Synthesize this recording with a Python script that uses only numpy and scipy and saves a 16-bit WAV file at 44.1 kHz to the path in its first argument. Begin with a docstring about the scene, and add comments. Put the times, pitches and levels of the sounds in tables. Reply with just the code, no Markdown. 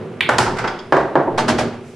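"""A quiet, fairly live room with a low hum; a coin-operated pool table stands just right of the microphone.
One shot: the cue ball clicks against another ball, which knocks about in the pocket, drops into the
wooden cabinet and rolls clattering down the return channel. Each contact is a short pulse followed by
reflections; liner, panels and rails ring on. The loudest knocks overload the microphone."""
import sys
import numpy as np
from scipy import signal
from scipy.fft import rfft, irfft, next_fast_len
from scipy.io import wavfile
from scipy.ndimage import uniform_filter1d, minimum_filter1d

SR = 44100
rng = np.random.default_rng(int(sys.argv[2]) if len(sys.argv) > 2 else 0)


def transcribe(signal):
    """Save signal, clipped to [-1, 1], as a 16-bit WAV file at the path in sys.argv[1]."""
    frames = np.atleast_2d(signal).T
    limited = np.clip(frames, -1, 1)
    pcm = np.round(limited * 32767).astype(np.int16)
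    wavfile.write(sys.argv[1], SR, pcm)


N = 85995
T = np.arange(N) / SR
SIZE = next_fast_len(N + SR)
HZ = np.maximum(np.arange(SIZE // 2 + 1) * SR / SIZE, 1)
THUMP_LAG_S = 0.01274

# knocks on the pocket's jaws and liner:
# (time [s], knock [dB], tick [dB], tick brightness [dB/octave], thump [dB], liner ring [dB])
POCKET_HITS = [(0.2909, 0, -13.5, 4, -23.5, -32), (0.3835, -4, 0.5, 2.46, -21.5, 1.5),
               (0.461, -13, -35, -10, -25.5, -5), (0.566, -35, -17, -1.5, -30.5, -17),
               (0.5833, -21, -8, -2.5, -35, -14), (0.6394, -10.5, -15, -4, -37, -6),
               (0.6739, -31, -9.5, -5.5, -37, -23)]
# ring of the ball rails: (frequency [Hz], level [dB], t60 [s])
RAIL_MODES = [(630, -22, 0.062), (783, -21.5, 0.24), (880, -17.5, 0.22), (948, -15.5, 0.079)]


def amp(db):
    return 10 ** (np.asarray(db) / 20)


def at_hz(points, hz=HZ):
    """Read a spectrum on a log-frequency axis."""
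    freqs, values = np.transpose(points)
    return np.interp(np.log(hz), np.log(freqs), values)


def unit(x):
    """Scale to a mean energy of 1 per channel."""
    return x / np.sqrt(np.mean(np.sum(x ** 2, axis=-1)))


def dying(t60):
    """Exponential decay, 60 dB in t60 seconds."""
    return np.exp(-np.log(1000) * T / t60)


def through(x, response):
    """Convolve with a stereo response."""
    return signal.fftconvolve(np.atleast_2d(x), response, axes=-1)[:, :N]


def noise(colour_db=0):
    """Diffuse stereo noise, nearly mono in the bass; rms 1."""
    # stereo width: (frequency [Hz], side level [dB])
    width = [(60, -20.5), (150, -20.5), (500, -15), (1000, -13), (2000, -10), (4000, -8), (9000, -2)]
    mid, side = rfft(rng.standard_normal((2, SIZE))) * amp(colour_db)
    side = side * amp(at_hz(width))
    return unit(irfft([mid + side, mid - side], SIZE)[:, :N]) * np.sqrt(N)


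def pulses(rows, colour, size=4096):
    """One pulse of the given colour per row (time [s], peak [dB], brightness [dB/octave])."""
    out = np.zeros(N + size)
    hz = np.maximum(np.arange(size // 2 + 1) * SR / size, 1)
    for s, db, tilt in rows:
        cepstrum = irfft(np.log(amp(at_hz(colour, hz) + tilt * np.log2(hz))))
        cepstrum[0], cepstrum[size // 2:] = 0, 0  # minimum phase: a sharp attack
        pulse = irfft(np.exp(rfft(2 * cepstrum)))
        start = int(s * SR)
        out[start:start + size] += amp(db) * pulse / abs(pulse).max()
    return out[:N]


def ring(blows, modes, rise_s):
    """Each blow (time [s], level [dB]) sets the modes ringing; they take a moment to build up."""
    tone = sum((-1) ** k * amp(db) * dying(t60) * np.sin(2 * np.pi * hz * T)
               for k, (hz, db, t60) in enumerate(modes))
    tone *= 1 - np.exp(-T / rise_s)
    out = np.zeros(N)
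    for s, db in blows:
        start = int(s * SR)
        out[start:] += amp(db) * tone[:N - start]
    return out


def scatter(rise_s, t60):
    """A dense burst of small reflections or contacts that swells and dies."""
    return unit(noise() * (1 - np.exp(-T / rise_s)) * dying(t60))


def room(bands=16, size=40000, build_s=0.0054):
    """The room's reverberation builds up, then each band dies at its own rate."""
    # reverberation time: (frequency [Hz], t60 [s])
    decay_times = [(60, 1.2), (200, 0.93), (500, 0.6239), (1200, 0.5449), (2800, 0.51), (5000, .5),
                   (9000, 0.346), (12500, 0.31)]
    white = rfft(noise()[:, :size])
    hz = np.maximum(np.arange(size // 2 + 1) * SR / size, 1)
    centres = np.geomspace(60, 12500, bands)
    tail = 0
    for centre, weights in zip(centres, np.eye(bands)):
        band = irfft(white * np.interp(np.log(hz), np.log(centres), weights))
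        tail = tail + band * dying(at_hz(decay_times, centre))[:size]
    return unit(np.pad(tail, ((0, 0), (0, N - size))) * (1 - np.exp(-T / build_s)))


def at_mic(x, echo, near_db, near_t60, room_db, echo_s=0.0031):
    """The microphone gets the direct sound, one early echo, scatter from the table, then the room."""
    response = amp(near_db) * scatter(0.0011, near_t60) + amp(room_db) * room()
    response[:, 0] += 1
    response[:, int(echo_s * SR)] += echo
    return through(x, response)


def room_tone():
    """Air all around the microphone, a steady hum and a faint late hiss."""
    # spectra of the air and hiss, and tones of the hum: (frequency [Hz], level [dB])
    air_colour = [(25, -24), (110, 16.5), (400, -11.5), (1000, -16.5), (2500, -3.5), (5000, -23),
                  (10000, -23.5), (13000, -46), (16000, -58)]
    hiss_colour = [(500, -23), (3000, -2), (6000, 4), (10000, -4), (13000, -17), (16000, -39)]
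    hum_tones = [(377, -46.5), (446.8, -52.5)]
    # rise of the hiss: (time [s], level [dB])
    hiss_levels = [(1.8, -69), (1.87, -55), (1.95, -56.5)]
    hum = sum(amp(db) * np.sqrt(2) * np.sin(2 * np.pi * (hz * T + rng.random())) for hz, db in hum_tones)
    hiss = amp(np.interp(T, *np.transpose(hiss_levels))) * noise(at_hz(hiss_colour))
    return amp(-47.5) * noise(at_hz(air_colour)) + hum + hiss


def rolling():
    """Balls rumble over the slate and along the channel."""
    # course of the rumble: (time [s], level [dB])
    levels = [(0, -27.5), (0.1, -32), (0.2, -32), (0.45, -24.5), (0.68, -29.5), (0.8, -40), (0.901, -36.5),
              (1.14, -35.5), (1.22, -37.5), (1.45, -23.5), (1.66, -23), (1.719, -32.5), (1.83, -39),
              (1.95, -40)]
    # its spectrum: (frequency [Hz], level [dB])
    colour = [(25, -43), (60, -27), (105, -0.5), (150, -1.5), (195, -3), (235, 1), (285, -11), (375, 1.5),
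              (450, -4), (620, -11), (850, -15.5), (1400, -19.5), (2500, -32.5), (5000, -42), (12000, -69)]
    return amp(np.interp(T, *np.transpose(levels))) * noise(at_hz(colour))


def ball_click():
    """Two hard balls meet in the open: a very short bright pulse."""
    # the contact and its slap off the wall: (time [s], level [dB])
    clicks = [(0.2075, 0.5), (0.2261, -17)]
    # click spectrum: (frequency [Hz], level [dB])
    colour = [(200, -44), (700, -15), (1400, -9), (1900, -2), (2270, 2.5), (2700, -2.5), (3000, -2.5),
              (3500, -2), (4400, -16.5), (5500, -34), (7200, -36), (9800, -33), (15000, -46)]
    click = pulses([(s, db, 0) for s, db in clicks], colour)
    return at_mic(click, echo=1.2, near_db=2, near_t60=0.023, room_db=3)


def pocket_knocks(sunk_s=0.43):
    """Each knock has a woody body, a hard tick, a ring of the liner and a late thump of the table."""
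    # spectra of the three pulses: (frequency [Hz], level [dB])
    knock_colour = [(30, -38.5), (110, -15), (220, -4), (370, -1.5), (560, 2), (900, 1.5), (1150, -1),
                    (1500, 0), (2200, -11), (3500, -26), (8000, -39), (14000, -53)]
    tick_colour = [(40, -38.5), (400, -2), (1500, 11.5), (2700, 3.5), (3400, 0.5), (4000, -1), (5000, 1),
                   (6800, -6), (8800, -9), (11500, -19.5), (15500, -71)]
    thump_colour = [(25, -24), (45, -22), (62, -2), (85, -11), (120, 9.5), (180, -21), (300, -5.5),
                    (700, -40), (2000, -80.5)]
    # ring of the liner: (frequency [Hz], level [dB], t60 [s])
    liner_modes = [(351.8, -24, 0.64), (375, -25, 0.51), (765, -18, 0.14), (866, -14, 0.18),
                   (932, -31, 0.16), (1340, -19, 0.18), (1455, -28, 0.27)]
    s, knock_db, tick_db, tilt, thump_db, liner_db = np.transpose(POCKET_HITS)
    knock = pulses(zip(s, knock_db, 0 * s), knock_colour)
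    tick = pulses(zip(s, tick_db, tilt), tick_colour)
    thump = pulses(zip(s + THUMP_LAG_S, thump_db, 0 * s), thump_colour)
    in_view = T < sunk_s  # from below the rim, knock and tick reach the microphone only by reflection
    return (at_mic(knock * in_view, echo=1.0, near_db=5.5, near_t60=0.061, room_db=6)
            + at_mic(tick * in_view, echo=0.57, near_db=4, near_t60=0.027, room_db=5)
            + through((knock + tick) * ~in_view, amp(5.5) * scatter(0.0064, 0.058) + amp(4.5) * room())
            + through(thump, amp(7.5) * scatter(0.049, 0.16))
            + ring(zip(s, liner_db), liner_modes, rise_s=0.0011))


def pocket_hollow():
    """The air in the pocket gives each knock on the liner a short, pitched bark."""
    # resonance of the hollow: (frequency [Hz], level [dB])
    colour = [(100, -28), (550, -22.5), (760, -3), (930, 2.5), (1080, -11), (1400, -13), (4000, -58.5),
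              (15000, -87)]
    barks = pulses([(s, liner_db, 0) for s, *_, liner_db in POCKET_HITS], colour)
    return through(barks, amp(0.5) * scatter(0.0017, 0.035) + amp(-7) * room())


def table_boom():
    """The table's body booms after heavy blows."""
    # booms: (time [s], level [dB])
    booms = [(0.305, 0), (0.455, 5), (0.975, 4.5), (1.495, 7), (1.585, 2)]
    # the body's deep mode: (frequency [Hz], level [dB], t60 [s])
    body_mode = [(64, -27.5, 0.28)]
    return ring(booms, body_mode, rise_s=0.039)


def trim_clinks():
    """The pocket trim clinks lightly, heard mostly by reflection."""
    # clinks: (time [s], level [dB])
    hits = [(0.6742, -18.5), (0.7876, -25)]
    # their spectrum: (frequency [Hz], level [dB])
    colour = [(400, -47), (1600, -14), (2600, -11), (3350, 8), (4050, -8), (4700, 0), (5250, 3),
              (5750, -15), (6450, -6), (8000, -25), (12000, -44)]
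    clinks = pulses([(s, db, 0) for s, db in hits], colour)
    return through(clinks, amp(6.5) * scatter(0.0015, 0.065) + amp(1) * room())


def cabinet_drop():
    """The ball falls on wood inside the cabinet; hollow knocks set the panels and rails ringing."""
    # bounces: (time [s], level [dB], brightness [dB/octave], panel ring [dB], rail ring [dB])
    bounces = [(0.9238, 3.5, 0.5, 2.5, -17), (0.968, -6, 2.5, -2, -13), (1.1552, 1.5, -1.94, 2, 0),
               (1.228, -39, 12, -19, -29), (1.2747, -10, -6.5, -10.5, -2)]
    # knock spectrum: (frequency [Hz], level [dB])
    colour = [(30, -46), (80, -30), (150, -8.5), (220, -11), (340, 2.5), (560, 2.5), (900, -0.5),
              (1120, -3.5), (1700, -8.5), (2300, -21), (4000, -32), (8000, -45.5), (15000, -71)]
    # ring of the panels: (frequency [Hz], level [dB], t60 [s])
    panel_modes = [(142.8, -29.5, 0.65), (255, -43, 0.56), (346, -23.5, 0.25), (386.5, -26, 0.67),
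                   (544, -26.5, 1), (579, -21.5, 0.29), (587, -31, .22), (684, -26.5, 0.57),
                   (996, -28, 0.3), (1790, -27, 0.05)]
    s, db, tilt, panel_db, rail_db = np.transpose(bounces)
    knocks = pulses(zip(s, db, tilt), colour)
    return (at_mic(knocks, echo=-0.085, near_db=1.5, near_t60=0.049, room_db=4)
            + ring(zip(s, panel_db), panel_modes, rise_s=0.00067)
            + ring(zip(s, rail_db), RAIL_MODES, rise_s=0.00045))


def return_channel():
    """The ball rattles down the channel: bursts of tiny contacts over hollow, ringing thumps."""
    # clatters: (time [s], level [dB], brightness [dB/octave], thump [dB], wall ring [dB], rail ring [dB])
    clatters = [(1.3763, -3, 0.5, -13, -4, 4.5), (1.4791, -1, 1.2, -10, 3, -31),
                (1.5816, -4.5, 1, -13.5, 0, -12), (1.725, -24.5, -4, -29, -18, -42)]
    # spectra of contact and thump: (frequency [Hz], level [dB])
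    contact_colour = [(30, -29), (150, -16), (400, 0.5), (800, 4.5), (1100, 0), (1500, -1.5), (2200, -7.5),
                      (3500, -12.5), (4800, -15), (7000, -21), (10000, -29), (12500, -45), (16000, -71)]
    thump_colour = [(25, -36), (60, -7), (85, -13), (130, 7), (185, -16), (240, 7), (340, 8), (480, -9),
                    (900, -39), (2500, -83)]
    # ring of the channel walls: (frequency [Hz], level [dB], t60 [s])
    wall_modes = [(108.3, -29, 0.83), (237.7, -14, 0.56), (366.3, -24, 0.65), (623, -17, 0.33),
                  (1618, -25, 0.25)]
    s, db, tilt, thump_db, wall_db, rail_db = np.transpose(clatters)
    contacts = [pulses([row], contact_colour) for row in zip(s, db, tilt)]
    bursts = sum(through(contact, amp(10) * scatter(0.0096, 0.13)) for contact in contacts)
    thump = pulses(zip(s + THUMP_LAG_S, thump_db, 0 * s), thump_colour)
    return (bursts + through(sum(contacts), amp(5) * room())
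            + through(thump, amp(5.5) * scatter(0.019, 0.26))
            + ring(zip(s, wall_db), wall_modes, rise_s=0.017)
            + ring(zip(s, rail_db), RAIL_MODES, rise_s=0.018))


def scene():
    """The shot and the room tone, all slightly right of the microphone."""
    right_db = 1.15
    shot = (ball_click() + pocket_knocks() + pocket_hollow() + table_boom() + trim_clinks()
            + cabinet_drop() + return_channel() + rolling())
    return (shot + room_tone()) * amp([[-right_db / 2], [right_db / 2]])


def record(dry):
    """A fast limiter holds the loudest peaks, what still overloads is clipped, and the top is cut."""
    ceiling, limiter_s, cutoff_hz = 1.19, 0.0013, 16000
    window = int(limiter_s * SR)
    gain = ceiling / np.maximum(abs(dry).max(axis=0), ceiling)
    limited = dry * uniform_filter1d(minimum_filter1d(gain, window), window)
    lowpass = signal.cheby2(12, 70, cutoff_hz, fs=SR, output="sos")
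    return signal.sosfilt(lowpass, np.clip(limited, -1, 1))


dry = scene()
out = record(dry)
transcribe(out)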